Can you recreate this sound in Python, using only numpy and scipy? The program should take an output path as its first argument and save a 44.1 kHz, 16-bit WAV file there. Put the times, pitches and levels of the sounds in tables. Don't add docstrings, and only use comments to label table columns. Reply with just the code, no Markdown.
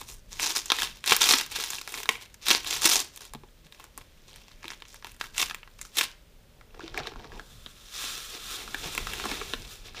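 import sys
import numpy as np
from scipy import signal
from scipy.fft import rfft, irfft
from scipy.io import wavfile

SR = 44100
rng = np.random.default_rng(int(sys.argv[2]) if len(sys.argv) > 2 else 0)


def wav_record(signal):
    frames = np.transpose(np.atleast_2d(signal))
    bounded = np.clip(frames, -1, 1)
    quanta = np.round(bounded * 32767).astype(np.int16)
    wavfile.write(sys.argv[1], SR, quanta)


N = 441000

# (time [s], relative peak level [dB], pitch [Hz], relative sheen of the treble [dB])
SNAP_EVENTS = [(0.014, -20.5, 920, -42), (0.311, -45, 6440, -12), (0.397, -9.5, 2710, -19),
               (0.428, -30, 5680, -23), (0.443, -15, 6080, -25), (0.503, -18, 5570, -23),
               (0.554, -16, 5890, -17), (0.563, -13.5, 5900, -21), (0.658, -19.5, 6100, -11),
               (0.702, 0.5, 3900, -32), (0.719, 2.5, 3200, -19), (0.787, -11.5, 3580, -26),
               (0.82, -8.5, 3340, -14), (0.832, -13, 3300, -21), (0.949, -49, 2330, -25),
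               (1.041, -15.5, 3360, -19), (1.061, -16.5, 6620, -13), (1.076, -17, 3300, -17),
               (1.096, -16, 2750, -29), (1.109, -8, 3820, -26), (1.121, 5, 2680, -31),
               (1.165, -5.5, 4540, -6), (1.216, -5, 3670, -14.5), (1.231, -12, 5240, -26),
               (1.289, 0, 4200, -19), (1.309, -1, 4040, -15), (1.337, 4, 4200, -30),
               (1.411, -12, 4260, -17), (1.463, -23.5, 5180, -12), (1.517, -23, 3430, -11),
               (1.561, -11, 4240, -22), (1.6, -14.5, 4030, -29), (1.704, -16, 5940, -8),
               (1.733, -16, 3410, -22), (1.784, -18, 2600, -31), (1.814, -21.5, 4450, -8),
               (1.876, -13, 790, -23), (1.922, -28, 2600, -5), (1.941, -16.5, 2240, -29),
               (1.975, -26, 2290, -17), (2.032, -17.5, 5960, -15), (2.057, -19.5, 4210, -20),
               (2.091, 1, 2630, -18.5), (2.154, -21.5, 2480, -31), (2.343, -29.5, 5930, -12),
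               (2.459, -20, 5580, -10.5), (2.467, -11.5, 4180, -16), (2.484, -4, 3890, -11.5),
               (2.505, -4, 4850, -24), (2.512, -9.5, 5940, -23), (2.563, -22, 2200, -19),
               (2.646, -20, 2780, -13), (2.665, -18, 3900, -22), (2.709, -17, 3800, -25),
               (2.728, -24, 4800, -13.5), (2.74, -19, 3960, -11), (2.764, -22, 3140, -17.5),
               (2.819, -14, 5130, -7.5), (2.831, -24, 3120, -7.5), (2.852, -8, 4890, -11),
               (2.859, -10, 2625, -14.5), (2.915, -16, 2770, -20.5), (2.956, -20, 4130, -14.5),
               (2.992, -11, 3880, -19), (3.161, -34, 5700, -2), (3.173, -41, 12600, -4),
               (3.207, -33, 3590, -12), (3.219, -28, 5320, -16), (3.27, -43, 4220, -14),
               (3.252, -29.5, 895, -10), (3.336, -21.5, 790, -13.5), (3.349, -22.5, 3540, -25),
               (3.435, -33.5, 954, -42.5), (3.487, -43, 3340, -27.5), (3.646, -42, 4130, -27.5),
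               (3.667, -34.5, 3460, -21), (3.747, -45, 3550, -19), (3.724, -29, 3480, -17.5),
               (3.798, -29.5, 920, -20), (3.841, -29.5, 1540, -12), (3.977, -24, 1400, -5.5),
               (4.013, -34.5, 2230, -20), (4.36, -32, 4300, -9), (4.417, -38, 2760, -18),
               (4.514, -39, 1660, -24), (4.63, -31, 2300, -34), (4.643, -19, 970, -44),
               (4.681, -20, 3530, -15.5), (4.69, -33, 2920, -29), (4.704, -24, 1760, -34),
               (4.718, -23, 2910, -27), (4.734, -27, 3490, -27), (4.802, -39, 4000, -14),
               (4.822, -23, 3200, -28), (4.853, -32, 2950, -32), (4.944, -37.5, 1620, -5),
               (5.025, -26.5, 1190, -39), (5.046, -14, 950, -31), (5.069, -24, 940, -15),
               (5.118, -39, 3180, -2), (5.145, -38, 5510, -14), (5.165, -39, 3360, -14),
               (5.199, -39, 5100, -8), (5.212, -9.5, 4140, -26), (5.241, -23.5, 1510, -24.5),
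               (5.366, -32, 1500, -13), (5.38, -6.5, 3120, -16), (5.428, -5.5, 2720, -26),
               (5.498, -17.5, 4560, -30), (5.51, -9.5, 930, -41.5), (5.546, -17.5, 2730, -14),
               (5.631, -26, 2600, -52.5), (5.676, -32.5, 1590, -36.5), (5.791, -25, 1010, -35.5),
               (5.814, -16.5, 7050, -17), (5.85, -33, 1400, -26), (5.97, -14, 4290, -10),
               (5.983, -9.5, 5200, -13), (6.011, -2.5, 2580, -29), (6.611, -28.5, 1216, -47),
               (6.745, -36, 1530, -33.5), (6.794, -26, 1080, -38), (6.806, -24, 1400, -41),
               (6.879, -20.5, 3640, -37), (6.944, -18.5, 1580, -41), (6.976, -11.5, 2480, -21.5),
               (7, -21, 1390, -37), (7.034, -25, 3700, -40), (7.055, -25, 1210, -38),
               (7.071, -14.5, 4100, -29), (7.119, -32, 1290, -29), (7.136, -36, 1400, -30),
               (7.159, -28.5, 1230, -33), (7.196, -31, 2900, -32), (7.244, -30, 1470, -37),
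               (7.319, -29, 1510, -38), (7.324, -39, 1010, -35), (7.396, -21, 1450, -54),
               (7.662, -18, 3700, -33), (8.041, -19, 3400, -16), (8.677, -20, 1190, -30),
               (8.745, -9.5, 1990, -26), (8.95, -17.5, 2180, -10), (8.978, -8, 2420, -18),
               (9.07, -13.5, 1420, -24), (9.135, -17, 2610, -12), (9.199, -15, 1200, -40),
               (9.24, -15.5, 1270, -38), (9.255, -16, 1290, -21), (9.315, -10.5, 2030, -29),
               (9.414, -16.5, 1280, -27), (9.536, -7, 3440, -32), (9.947, -27.5, 1520, -29.5)]
# (time [s], hiss level [dB])
POUR_LEVEL = [(7.3, -65.5), (7.55, -54), (7.88, -58), (8.0, -35.5), (8.3, -44), (8.42, -45.5),
              (8.52, -36.5), (8.68, -46.5), (8.97, -40), (9.05, -45), (9.1, -41), (9.31, -43),
              (9.53, -47.5), (9.62, -68), (9.71, -46.5), (9.83, -61.5), (9.87, -50), (9.92, -63.5),
              (10.0, -51)]
# (time [s], fidgeting between squeezes [dB],
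# relative body of the lows [dB], relative sheen of the treble [dB])
HELD_SHEET = [(0, -99, -11, 6), (.45, -58, -17, -1), (1.5, -78, -28.5, 0.5), (1.95, -45, -9, 5),
              (2.4, -73, -17.5, -2), (3.0, -72, -16.5, 2.5), (3.45, -75.5, -5, 0.5), (4.55, -58, -14, -5.5),
              (5.1, -74, -27, 1.5), (6.0, -67.5, -24.5, 4), (6.45, -83, 13, -19), (6.9, -55, 0, -23),
              (7.4, -62, 3.5, -62), (7.5, -78, 14, -16), (7.9, -50.5, -21, 0), (8.3, -49, -7.5, -3),
              (8.7, -47, -3, -11), (9.45, -40, -5.5, -6), (9.75, -49.5, -5.5, 4), (10, -71, -6.5, -38)]
PITCHES = np.geomspace(220, 14400, 26)


def amp(db):
    return 10 ** (np.asarray(db) / 20)


def rms_one(x):
    return x / np.sqrt(np.mean(x ** 2) + 1e-20)


def in_time(rows, silent=None):
    s, *columns = np.transpose(rows)
    return [np.interp(np.arange(N) / SR, s, c, left=silent) for c in columns]


def at_hz(points, hz):
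    return np.interp(np.log(hz), np.log(np.array(points)[:, 0]), np.array(points)[:, 1])


def drift(rate_hz):
    r = np.exp(-2 * np.pi * rate_hz * 40 / SR)
    noise = rng.standard_normal(N // 40 + 2002)
    slow = signal.lfilter([1], [1, -2 * r, r * r], noise)[2000:]
    return np.interp(np.arange(N) / 40, np.arange(len(slow)), rms_one(slow))


def coloured(x, spectrum):
    hz = np.maximum(np.arange(N // 2 + 1) * SR / N, 1)
    return rms_one(irfft(rfft(x) * amp(at_hz(spectrum, hz)), N))


def ring(clicks, hz, t60):
    r, w = amp(-60 / (t60 * SR)), 2 * np.pi * hz / SR
    soft = np.exp(-2 * w)
    poles = np.convolve([1, -2 * r * np.cos(w), r * r], [1, -soft])
    return signal.lfilter([0, np.sin(w) * (1 - soft)], poles, clicks + 1e-18)


def steady_hiss():
    # (frequency [Hz], relative density [dB])
    hiss_colour = [(120, -19.5), (200, -9), (452, -6.5), (593, -5), (700, -14.5), (3200, -15), (7920, -23),
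                   (11400, -25), (15200, -22.5)]
    return amp(-62) * coloured(rng.standard_normal(N), hiss_colour)


def rumble(lumpy_db):
    # (time [s], level [dB])
    rumble_level = [(0.0, -52.5), (1.36, -55), (2.34, -57), (2.92, -53), (3.34, -57), (4.32, -55.5),
                    (5.24, -55), (5.48, -55.5), (6.29, -56.5), (7.35, -47.5), (7.88, -54), (8.38, -54),
                    (9.05, -43.5), (10.0, -52)]
    # (frequency [Hz], relative density [dB])
    rumble_colour = [(12, -39), (20, 5.5), (36, 3.5), (76, -7), (108, -7.5), (247, -16), (300, -36.5),
                     (390, -56.5), (660, -120)]
    level_db = in_time(rumble_level)[0] + lumpy_db * drift(rate_hz=6.1)
    return amp(level_db) * coloured(rng.standard_normal(N), rumble_colour)


def kitchen(x):
    late_t60_s, treble_t60_s, late_db = 0.34, 0.11, -15
    early_t60_s, early_db = 0.03, -12
    t = np.arange(SR // 2) / SR
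    noise = rng.standard_normal((3, len(t)))
    low_pass = signal.butter(1, 3000, fs=SR, output="sos")
    high_pass = signal.butter(1, 3000, "high", fs=SR, output="sos")
    low = signal.sosfilt(low_pass, noise[0]) * amp(-60 * t / late_t60_s)
    high = signal.sosfilt(high_pass, noise[1]) * amp(-60 * t / treble_t60_s)
    late = (low + high) * np.clip(t / 0.0033, 0, 1)
    early = noise[2] * amp(-60 * t / early_t60_s)
    tail = amp(late_db) * late / np.linalg.norm(late)
    tail = tail + amp(early_db) * early / np.linalg.norm(early)
    tail[0] = 1
    return signal.oaconvolve(x, tail)[:N]


def bumps():
    # (time [s], relative peak level [dB], pitch [Hz], length to -60 dB [cycles])
    bump_events = [(1.117, -21, 373, 16), (1.585, -31, 460, 17), (2.509, -21, 350, 15),
                   (2.853, -19.5, 333, 19), (3.345, -41, 143, 31), (3.657, -45, 159, 9.9),
                   (4.01, -41, 114, 12), (4.651, -40.5, 332, 34), (6.835, -34, 328, 60),
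                   (7.001, -33.5, 139, 15), (8.349, -42, 306, 18), (8.858, -31, 171, 14),
                   (9.599, -41.5, 108, 14)]
    out = np.zeros(N)
    for s, peak_db, hz, cycles in bump_events:
        push = np.bincount([round(s * SR)], [amp(peak_db)], N)
        out += ring(push, hz, cycles / hz)
    return signal.sosfilt(signal.butter(2, 500, fs=SR, output="sos"), out)


def powder(grains_per_s):
    # (frequency [Hz], relative density [dB])
    powder_colour = [(120, -31), (200, -22.5), (377, -24.5), (751, -32), (1300, -8.5), (2000, -17.5),
                     (3090, -11.5), (3500, -8), (3910, -10.5), (10600, -20), (15200, -22.5)]
    sizes = amp(2 * rng.exponential(1, N)) * rng.choice([-1, 1], N)
    grains = sizes * (rng.random(N) < grains_per_s / SR)
    hiss_db, = in_time(POUR_LEVEL, silent=-100)
    flicker_db = 1.3 * drift(rate_hz=20)
    return amp(hiss_db + flicker_db) * coloured(grains, powder_colour)


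def ends(body_db, sheen_db):
    low = np.clip(np.log2(1400 / PITCHES) * 1.5, 0, 1)
    high = np.clip(np.log2(PITCHES / 5500) * 1.6, 0, 1)
    return np.outer(body_db, low) + np.outer(sheen_db, high)


def hump(hz, octaves, skirt_db):
    return np.maximum(-6 * (np.log2(PITCHES / hz[:, None]) / octaves) ** 2, skirt_db)


def sheet(at, strengths, cycles):
    dip_hz, dip_width_hz, dip_share = 580, 240, 0.65
    hollow_hz, hollow_width_hz, hollow_share = 950, 150, 0.9
    hollow_gone_s = (5.2, 6.4)
    rings = sum(ring(np.bincount(at, strengths[:, k], N), hz, cycles / hz)
                for k, hz in enumerate(PITCHES))
    dip = signal.iirpeak(dip_hz, dip_hz / dip_width_hz, fs=SR)
    rings = rings - dip_share * signal.lfilter(*dip, rings)
    open_packet = np.interp(np.arange(N) / SR, hollow_gone_s, [1, 0])
    hollow = signal.iirpeak(hollow_hz, hollow_hz / hollow_width_hz, fs=SR)
    rings = rings + hollow_share * open_packet * signal.lfilter(*hollow, rings)
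    return signal.sosfilt(signal.butter(2, 317, "high", fs=SR, output="sos"), rings)


def snaps(colour_db):
    # (delay before scatter [s], relative level [dB])
    aftershocks = ((0, 3), (.0015, -4), (.004, -9))
    body_top_db = -6
    body_offset_db, body_db_per_octave, body_spread_db = -6.5, -3.5, 6.5
    s, peak_db, hz, sheen_db = np.transpose(SNAP_EVENTS)
    body_db = np.minimum(in_time(HELD_SHEET)[1][(s * SR).astype(int)], body_top_db)
    body_db = body_db + body_db_per_octave * np.log2(hz / 3000)
    body_db = body_db + body_spread_db * rng.standard_normal(len(s))
    shape_db = hump(hz, octaves=0.28, skirt_db=-12.0) + ends(body_db + body_offset_db, sheen_db + 22.0)
    shape_db = shape_db + peak_db[:, None] - 10.0
    out = 0
    for lag_s, after_db in aftershocks:
        draw = rng.standard_normal((len(s), 27))
        at_s = s + lag_s * amp(3.3 * draw[:, 26])
        at = np.round(at_s * SR).astype(int).clip(0, N - 1)
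        signs = np.sign(rng.standard_normal((len(s), 26)))
        plain = amp(shape_db + after_db)
        own = amp(shape_db + colour_db * draw[:, :26])
        own = own * np.sqrt((plain ** 2).sum(1) / (own ** 2).sum(1))[:, None]
        out = out + sheet(at, own * signs, cycles=18.0)
    return out


def clumps(per_s, fade_s, between, at_snap):
    starts = (rng.random(N) < per_s / SR) * rng.random(N)
    starts[[round(row[0] * SR) for row in SNAP_EVENTS]] = at_snap
    tails = signal.lfilter([1], [1, -np.exp(-1 / (fade_s * SR))], starts)
    return rms_one(between + tails)


def handling():
    # (time at full force [s], hold [s], relative crackle level [dB], pitch that stands out [Hz])
    squeezes = [(0, 0.017, -47.5, 4370), (0.085, 0.036, -47.5, 6000), (0.319, 0.12, -48, 5000),
                (0.419, 0.073, -28, 5200), (0.562, 0.0078, -29, 5870), (0.632, 0.065, -46.5, 4450),
                (0.74, 0.12, -32.5, 3200), (0.804, 0.0076, -34.5, 3370), (0.956, 0.014, -50.5, 3630),
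                (1.083, 0.064, -24, 3330), (1.22, 0.11, -21.5, 3870), (1.358, 0.035, -28, 3970),
                (1.523, 0.048, -37.5, 3760), (1.557, 0.089, -33, 3600), (1.66, 0.11, -38.5, 4300),
                (1.893, 0.026, -45, 2920), (1.953, 0.05, -38.5, 2920), (2.104, 0.036, -40.5, 2530),
                (2.211, 0.015, -47, 2920), (2.333, 0.0054, -65, 5000), (2.437, 0.018, -42.5, 4080),
                (2.499, 0.026, -19.5, 3670), (2.676, 0.11, -32, 4100), (2.847, 0.012, -21, 4930),
                (2.899, 0.065, -23, 5020), (3.133, 0.028, -54, 5000), (3.218, 0.025, -47, 4370),
                (3.655, .01, -65, 3300), (3.75, 0.016, -58.5, 3280), (3.796, 0.038, -54, 2000),
                (3.981, 0.011, -54, 3160), (4.28, 0.12, -55.5, 3420), (4.639, 0.019, -49, 1960),
                (4.706, 0.027, -47.5, 2740), (4.883, 0.076, -54, 5200), (5.055, 0.051, -53.5, 2700),
                (5.215, 0.041, -46.5, 3200), (5.397, 0.0062, -24, 3370), (5.516, 0.048, -56, 3000),
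                (5.806, 0.078, -57, 5350), (5.98, 0.015, -25.5, 3420), (6.749, 0.035, -59.5, 1810),
                (6.825, 0.043, -49, 2950), (6.973, 0.022, -36, 1630), (7.05, 0.033, -47.5, 3460),
                (7.167, .04, -52.5, 1430), (7.24, 0.018, -48, 1520), (7.337, 0.033, -47, 1730),
                (7.945, 0.22, -38.5, 4300), (8.332, 0.017, -38.5, 3250), (8.496, 0.039, -45, 3960),
                (8.592, 0.015, -40, 2460), (8.838, 0.032, -35, 3360), (8.98, 0.033, -39.5, 2960),
                (9.095, 0.27, -38, 2730), (9.295, 0.041, -34, 2250), (9.4, 0.07, -69, 2950),
                (9.724, 0.044, -60, 3300), (9.859, 0.015, -43, 2830), (9.97, .03, -36.5, 2620)]
    rise_db_per_s, fall_db_per_s = 605.5, 269
    s, hold_s, db, hz = np.transpose(squeezes)[:, :, None]
    t = np.arange(0, N + 50, 50) / SR
    rise_db = rise_db_per_s * np.clip(s - t, 0, 1)
    fall_db = fall_db_per_s * np.clip(t - s - hold_s, 0, 1)
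    power = amp(db - rise_db - fall_db) ** 2 + 1e-30
    total = power.sum(0)
    mean_hz = (power * hz).sum(0) / total
    squeeze_db, pitch = in_time(np.transpose([t, 10 * np.log10(total), mean_hz]))
    fidget_db, body_db, sheen_db = in_time(HELD_SHEET)
    level_db = 10 * np.log10(amp(squeeze_db) ** 2 + amp(fidget_db) ** 2)
    return level_db, body_db, sheen_db, pitch


def crackle(rub_db, spread_db, colour_db):
    # (frequency [Hz], relative density [dB])
    sheet_colour = [(88, -45), (150, -44), (325, -2), (591, -6.5), (940, -12), (1700, -13.5), (2670, -6),
                    (3930, -7), (6010, -5), (7020, -15), (15200, -21)]
    scatter_octaves, largest_crease = 0.45, 2.6
    crisp_under_powder = 0.5
    level_db, body_db, sheen_db, hz = handling()
    at, chance = rng.integers(0, N, 40000), rng.random((40000, 2))
    per_s = np.interp(level_db[at], [-60, -25], [450, 3000])
    pour_db = in_time(POUR_LEVEL, silent=-100)[0][at]
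    crisp = np.interp(pour_db, [-68, -56], [1, crisp_under_powder])
    size = amp(crisp * spread_db * np.minimum(-np.log(chance[:, 1]), largest_crease))
    size = size / np.sqrt(np.mean(size ** 2) * per_s)
    size = size * clumps(per_s=75, fade_s=0.006, between=0.45, at_snap=0.9)[at] ** crisp
    buckles = chance[:, 0] < per_s / 4000
    size = amp(level_db[at]) * np.where(buckles, size, amp(rub_db))
    colour = amp(colour_db * rng.standard_normal((40000, 26))) * rng.choice([-1, 1], (40000, 26))
    shape_db = at_hz(sheet_colour, PITCHES) + 20 * np.log10(PITCHES / 4000)
    shape_db = shape_db + ends(body_db[at] + 15, sheen_db[at] + 5.0)
    crease_hz = hz[at] * 2 ** (scatter_octaves * rng.standard_normal(40000))
    shape_db = shape_db + hump(crease_hz, octaves=0.38, skirt_db=-10.5)
    return sheet(at, size[:, None] * colour * amp(shape_db + 36.5), cycles=12.3)


def scene():
    near = bumps() + powder(grains_per_s=12000)
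    near = near + snaps(colour_db=5) + crackle(rub_db=-39, spread_db=4.0, colour_db=6.0)
    mono = rumble(lumpy_db=2) + steady_hiss() + kitchen(near)
    return np.array([mono, mono])


def record(dry):
    ceiling = 0.9
    top = signal.ellip(12, .5, 45, 15250, fs=SR, output="sos")
    steep = signal.cheby2(14, 60, 16500, fs=SR, output="sos")
    return signal.sosfilt(np.vstack([top, steep]), ceiling * np.tanh(dry / ceiling))


dry = scene()
out = record(dry)
wav_record(out)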